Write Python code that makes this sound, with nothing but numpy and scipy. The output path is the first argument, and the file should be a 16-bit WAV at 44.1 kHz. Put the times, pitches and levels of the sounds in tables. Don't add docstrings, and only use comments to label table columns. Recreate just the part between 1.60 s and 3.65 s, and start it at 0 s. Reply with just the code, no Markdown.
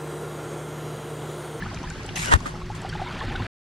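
import sys
import numpy as np
from scipy import signal
from scipy.fft import rfft, irfft
from scipy.io import wavfile
from scipy.ndimage import uniform_filter1d

SR = 44100
rng = np.random.default_rng(int(sys.argv[2]) if len(sys.argv) > 2 else 0)


def master_out(mix):
    frames = np.transpose(np.atleast_2d(mix))
    ceiling = np.clip(frames, -1, 1)
    pcm = np.round(ceiling * 32767).astype(np.int16)
    wavfile.write(sys.argv[1], SR, pcm)


N = 90316

# pitch_hz, relative level_db (per Hz)
WASH_COLOUR = [(88, -42.5), (150, 2), (366, -7.5), (1270, -17), (2550, -27.5), (4750, -23.5), (10500, -40),
               (15500, -56)]
# pitch_hz, relative level_db (per Hz)
WASH_SIDE_COLOUR = [(40, -6), (321, -11), (2920, -5.5), (4030, -19), (5160, -7.5), (9840, -15.5),
                    (15000, -38.5)]
# time_s, wash_db (rms), fizz_db (rms), side_db (rms)
CREEK_FLOW = [(0, -39.5, -45, -50.5), (.54, -39.5, -48, -47.5), (.8, -38.5, -51, -49),
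              (1.1, -40.5, -50, -61), (1.2, -39, -45.5, -61), (1.4, -38.5, -42.5, -75),
              (1.62, -37.5, -40, -81.5), (1.87, -39.5, -41, -99)]
# start_s, level_db (before the fade-out shape), pitch_hz (at 0.4 of the length)
SINGLE_BUBBLES = [(.023, -25, 1730), (.056, -33, 1230), (0.062, -31.5, 1440), (.114, -35, 1065),
                  (.142, -35, 674), (.237, -30.5, 980), (.273, -34, 1710), (.305, -34, 1525),
                  (.452, -35, 838), (.484, -35, 793), (.57, -31.5, 740), (.806, -35.5, 1043),
                  (.857, -26, 1215), (.941, -32.5, 820), (.954, -36, 1266), (1.015, -33.5, 1090),
                  (1.101, -26, 834), (1.248, -23.5, 758), (1.327, -29.5, 1576), (1.352, -25.5, 828),
                  (1.396, -27, 824), (1.417, -20, 738), (1.462, -29, 947), (1.472, -32, 2175),
                  (1.48, -30, 997), (1.608, -28, 1775), (1.612, -25.5, 1074), (1.622, -30, 850),
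                  (1.72, -31.5, 1730), (1.751, -34.5, 800), (1.755, -24.5, 1484), (1.8, -29.5, 1020)]


def creek():
    wash = amp(curve(CREEK_FLOW, 1)) * colour(patchy(patch_db=4.5, flicker_db=1.2), WASH_COLOUR)
    fizz_db = curve(CREEK_FLOW, 2)
    fizz = amp(fizz_db) * swarm(1253, 4500, per_s=4000, cycles=5.3, spread_db=3.5)
    gurgle = amp(fizz_db - 2.0) * swarm(750, 3500, per_s=500, cycles=14, spread_db=3.5, rise=.15)
    sparkle = amp(-64) * swarm(4500, 10000, per_s=200, cycles=5.5, spread_db=2.5)
    mid = wash + fizz + gurgle + sparkle
    for start_s, level_db, pitch_hz in SINGLE_BUBBLES:
        add(mid, start_s, amp(level_db) * bubble(pitch_hz, rise=0.067, length_s=0.01))
    side_noise = colour(patchy(patch_db=7.5, flicker_db=-1.0), WASH_SIDE_COLOUR)
    side = amp(curve(CREEK_FLOW, 3)) * side_noise
    return mid + side * [[1], [-1]]


def swarm(lo_hz, hi_hz, per_s, cycles, spread_db, rise=.05, count=30):
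    out = np.zeros(N)
    for hz in np.geomspace(lo_hz, hi_hz, count):
        size = amp(spread_db * np.minimum(rng.exponential(1, N), 4))
        starts = rng.random(N) < per_s / count / SR
        out += signal.oaconvolve(size * starts, bubble(hz, rise, cycles / hz))[:N]
    return evened(out)


def bubble(hz, rise, length_s):
    t = np.arange(0, 3 * length_s + .002, 1 / SR)
    u = t / (length_s + 1e-4)
    pitch_hz = hz * 2 ** (rise * (u - .4))
    shape = np.minimum(t / .0008, 1) * np.exp(-u ** 1.3)
    return shape * np.sin(2 * np.pi * np.cumsum(pitch_hz) / SR)


def patchy(patch_db, flicker_db):
    hz, t, z = signal.stft(rng.standard_normal(N), SR, nperseg=512, noverlap=384)
    patches = uniform_filter1d(rng.standard_normal(z.shape), size=5, axis=0)
    patches = evened(uniform_filter1d(patches, size=10, axis=1))
    flicker = evened(uniform_filter1d(rng.standard_normal(len(t)), size=5))
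    level_db = patch_db * patches / (1 + hz[:, None] / 4000) + flicker_db * flicker
    return signal.istft(z * amp(level_db), SR, nperseg=512, noverlap=384)[1][:N]


KNOCK_S = .7388
# time_s, slide_db (light), scrape_db (hard)
RUB_LEVELS = [(.554, -56, -60), (.558, -33.5, -77), (.655, -33, -45.5), (.706, -37.5, -38.5),
              (.719, -31.5, -23.5), (.732, -29, -22), (.735, -40, -31.5), (.738, -19.5, -14.5),
              (.742, -40.5, -26.5), (.746, -43.5, -31.5), (.76, -43.5, -34), (.772, -57, -59),
              (.853, -59, -57.5), (.862, -42, -36), (.9, -52.5, -52), (1.13, -129, -85), (1.15, -48.5, -58),
              (1.18, -53, -65), (1.2, -78, -80)]
# pitch_hz, left_minus_right_db
LEFT_LEAN = [(100, 10.5), (800, 2), (2400, -1.5), (8000, 5)]


def finger():
    t = np.arange(N) / SR
    grit = amp(1.8 * evened(uniform_filter1d(rng.standard_normal(N), size=50)))
    on = (t > RUB_LEVELS[0][0]) & (t < RUB_LEVELS[-1][0])
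    rub = amp(curve(RUB_LEVELS, 1)) * slide(grit) + amp(curve(RUB_LEVELS, 2)) * scrape(grit)
    rub = on * rub + snaps()
    hz, db = np.transpose(LEFT_LEAN)
    lean_db = np.interp(np.log(np.fft.rfftfreq(N, 1 / SR) + 1), np.log(hz), db) / 2
    out = irfft(rfft(rub) * amp([lean_db, -lean_db]), N)
    add(out, KNOCK_S, knock() * amp([[0], [-24.5]]))
    return out


# pitch_hz, relative level_db (per Hz)
SLIDE_COLOUR = [(800, -10), (1930, -7), (2800, -7), (4500, -10.5), (6900, -10), (9700, -12), (10800, -18.5),
                (15000, -31.5)]
# pitch_hz, relative level_db (per Hz)
SLIDE_SIDE_COLOUR = [(100, -23.5), (962, -13.5), (1920, 1), (4540, -17.5), (6910, -5), (9660, -13),
                     (15000, -34.5)]


def slide(grit):
    dull_above_hz, dull_db_per_s = 7000, -39
    t = np.arange(N) / SR
    mid = colour(patchy(patch_db=6.0, flicker_db=-0.75) * grit, SLIDE_COLOUR)
    side = amp(-0.2) * colour(rng.standard_normal(N) * grit, SLIDE_SIDE_COLOUR)
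    hiss = mid + side * [[1], [-1]]
    treble = signal.sosfiltfilt(signal.butter(2, dull_above_hz, "high", fs=SR, output="sos"), hiss)
    dull_db = dull_db_per_s * np.clip(t - RUB_LEVELS[1][0], 0, .15) * (t < KNOCK_S)
    return hiss + treble * (amp(dull_db) - 1)


# pitch_hz, relative level_db (per Hz)
SCRAPE_COLOUR = [(250, -15), (980, -2.5), (1300, -3.5), (1890, 1), (2300, -19.5), (2780, -7.5), (5000, -19),
                 (9600, -21), (10800, -37), (14500, -58)]
# pitch_hz, relative level_db (per Hz)
SCRAPE_SIDE_COLOUR = [(100, -7), (900, -5), (1880, -6.5), (2400, -23.5), (9700, -38), (14000, -56.5)]


def scrape(grit):
    typical_slips_per_s, slip_share = 750, .65
    mid_noise, side_noise, jitter = rng.standard_normal((3, N))
    slip_rate = typical_slips_per_s * np.exp(.5 * evened(uniform_filter1d(jitter, size=60)))
    turns = np.cumsum(slip_rate) / SR
    slips = evened(np.diff(np.floor(turns), prepend=0) * grit)
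    mid = slip_share * np.roll(slips, 12) + (1 - slip_share) * mid_noise
    side = slip_share * slips + (1 - slip_share) * side_noise
    return -colour(mid, SCRAPE_COLOUR) + amp(9.0) * colour(side, SCRAPE_SIDE_COLOUR) * [[-1], [1]]


# start_s, level_db (before the band filter)
CASE_CRACKS = [(0.6575, -22), (0.6595, -11.5), (0.7372, -15.5), (0.749, -24.5), (0.763, -31)]
# start_s, level_db (rms before fades and filter), pitch_hz, length_s
SKIN_SQUEAKS = [(0.555, -34.5, 6080, .012), (0.592, -38, 6700, 0.019), (0.662, -39, 2900, 0.047),
                (0.666, -35, 1500, 0.032), (1.29, -44.5, 4550, 0.016), (1.289, -49, 5450, .018),
                (1.293, -43, 3180, .016)]


def snaps():
    crack_t60_s, tail_share = 0.0063, 0.2
    out, t = np.zeros(N), np.arange(1000) / SR
    for start_s, level_db in CASE_CRACKS:
        crack = tail_share * rng.standard_normal(1000) - (t < 2 / SR)
        add(out, start_s, amp(level_db - 60 * t / crack_t60_s) * crack)
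    for start_s, level_db, pitch_hz, length_s in SKIN_SQUEAKS:
        n = round(length_s * SR)
        squeak = hum(pitch_hz, width_hz=280, steady=0.94)[:n]
        add(out, start_s, amp(level_db) * signal.windows.tukey(n, .5) * squeak)
    return signal.sosfilt(signal.butter(4, [900, 10500], "band", fs=SR, output="sos"), out)


def knock():
    push_s, push_db, stop_s = 0.0065, -6.5, 0.031
    swing_hz, swing_hz_per_s, swing_db, swing_t60_s = 47, 2900, -6, 0.28
    t = np.arange(3000) / SR
    u = np.maximum(t - push_s, 0)
    cycles = swing_hz * u + swing_hz_per_s * u ** 2 / 2
    swing = amp(swing_db - 60 * u / swing_t60_s) * np.sin(2 * np.pi * cycles)
    push = amp(push_db) * np.sin(np.pi * np.minimum(t / push_s, 1))
    return (swing - push) * np.exp(-(t / stop_s) ** 10)


# start_s, level_db (of the ring, before it fades), pitch_hz
DRIPS = [(0.144, -35, 6170), (.172, -31, 2470), (.2304, -37.5, 6060), (0.3006, -34, 6750),
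         (0.431, -39, 6340), (.4628, -37.5, 7800), (.490, -28.5, 2840), (.803, -41, 6750),
         (1.2163, -40.5, 7750), (1.290, -41, 8130), (1.603, -34, 3360), (1.759, -29.5, 3700)]


def drips():
    t60_s, noise_share, extra_width_db = 0.022, 0.93, 41
    mid, side, t = np.zeros(N), np.zeros(N), np.arange(1500) / SR
    for start_s, level_db, pitch_hz in DRIPS:
        band = signal.butter(3, [0.56 * pitch_hz, 1.21 * pitch_hz], "band", fs=SR, output="sos")
        spit = signal.sosfilt(band, rng.standard_normal((2, 1500)))
        shape = np.minimum(t / 0.0011, 1) * amp(level_db - 60 * t / t60_s)
        ring = np.sin(2 * np.pi * pitch_hz * t)
        add(mid, start_s, shape * (ring + noise_share * evened(spit[0])))
        add(side, start_s, shape * evened(spit[1]))
    return mid + side * amp(curve(CREEK_FLOW, 3) + extra_width_db) * [[1], [-1]]


# pitch_hz, relative level_db (per Hz)
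RUMBLE_COLOUR = [(20, 4.5), (102, -1), (400, -20.5), (520, -31)]
# (rms, before a 2 dB lift)
RUMBLE_LEVELS = [(0, -38), (.2, -37.5), (.4, -43.5), (.68, -36.5), (.9, -42), (1.45, -39), (1.58, -41),
                 (1.66, -36.5), (1.87, -34)]
# time_s, level_db (rms)
SWELL_LEVELS = [(0, -45), (.3, -39), (.4, -55), (1.03, -38.5), (1.25, -45.5), (1.33, -39.5), (1.5, -38.5),
                (1.6, -57.5), (1.87, -49)]
# pitch_hz, width_hz (of each waver filter), level_db (rms)
EVEN_HUMS = [(360, 4, -47.5), (106, 10, -44)]
# start_s, level_db (before it fades), pitch_hz, t60_s (time to fade by 60 dB)
LOW_GLUGS = [(1.643, -25, 104.8, 0.2), (1.68, -26, 241, 0.091), (1.805, -19, 101.5, 0.175)]


def low_sounds():
    out = amp(curve(RUMBLE_LEVELS, 1) + 2.0) * colour(rng.standard_normal(N), RUMBLE_COLOUR)
    out += amp(curve(SWELL_LEVELS, 1)) * hum(160, width_hz=19)
    for pitch_hz, width_hz, level_db in EVEN_HUMS:
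        out += amp(level_db) * hum(pitch_hz, width_hz)
    t = np.arange(9000) / SR
    for start_s, level_db, pitch_hz, t60_s in LOW_GLUGS:
        shape = np.minimum(t * pitch_hz, 1) * amp(level_db - 60 * t / t60_s)
        add(out, start_s, -shape * np.sin(2 * np.pi * pitch_hz * t))
    return out


def hum(hz, width_hz, steady=1.4):
    r = np.exp(-np.pi * width_hz / SR)
    waver = rng.standard_normal((N, 2)) @ [1, 1j]
    for _ in range(2):
        waver = signal.lfilter([1], [1, -r], waver)
    waver = steady + waver / np.sqrt(np.mean(abs(waver) ** 2))
    return evened((waver * np.exp(2j * np.pi * hz * np.arange(N) / SR)).real)


def amp(db):
    return 10 ** (np.asarray(db) / 20)


def evened(x):
    return x / np.sqrt(np.mean(x ** 2) + 1e-20)


def curve(rows, col):
    rows = np.array(rows)
    return np.interp(np.arange(N) / SR, rows[:, 0], rows[:, col])


def add(mix, start_s, sound):
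    part = mix[..., max(round(start_s * SR), 0):][..., :sound.shape[-1]]
    part += sound[..., :part.shape[-1]]


def colour(x, points):
    f, db = np.transpose(points)
    hz = np.fft.rfftfreq(N, 1 / SR)
    gain_db = np.interp(np.log(hz + 1), np.log(f + 1), db, left=-60, right=-90)
    return evened(irfft(rfft(x) * amp(gain_db), N))


def scene():
    return creek() + finger() + drips() + low_sounds()


def record(dry):
    end_s, edge_hz = 1.868, 15750
    fade = np.clip((end_s - np.arange(N) / SR) / .001, 0, 1)
    cut = np.clip(dry, -.96, .96) * fade
    lowpass = signal.firwin(511, edge_hz, window=("kaiser", 9), fs=SR)
    return signal.oaconvolve(cut, lowpass[None], "same")


dry = scene()
out = record(dry)
master_out(out)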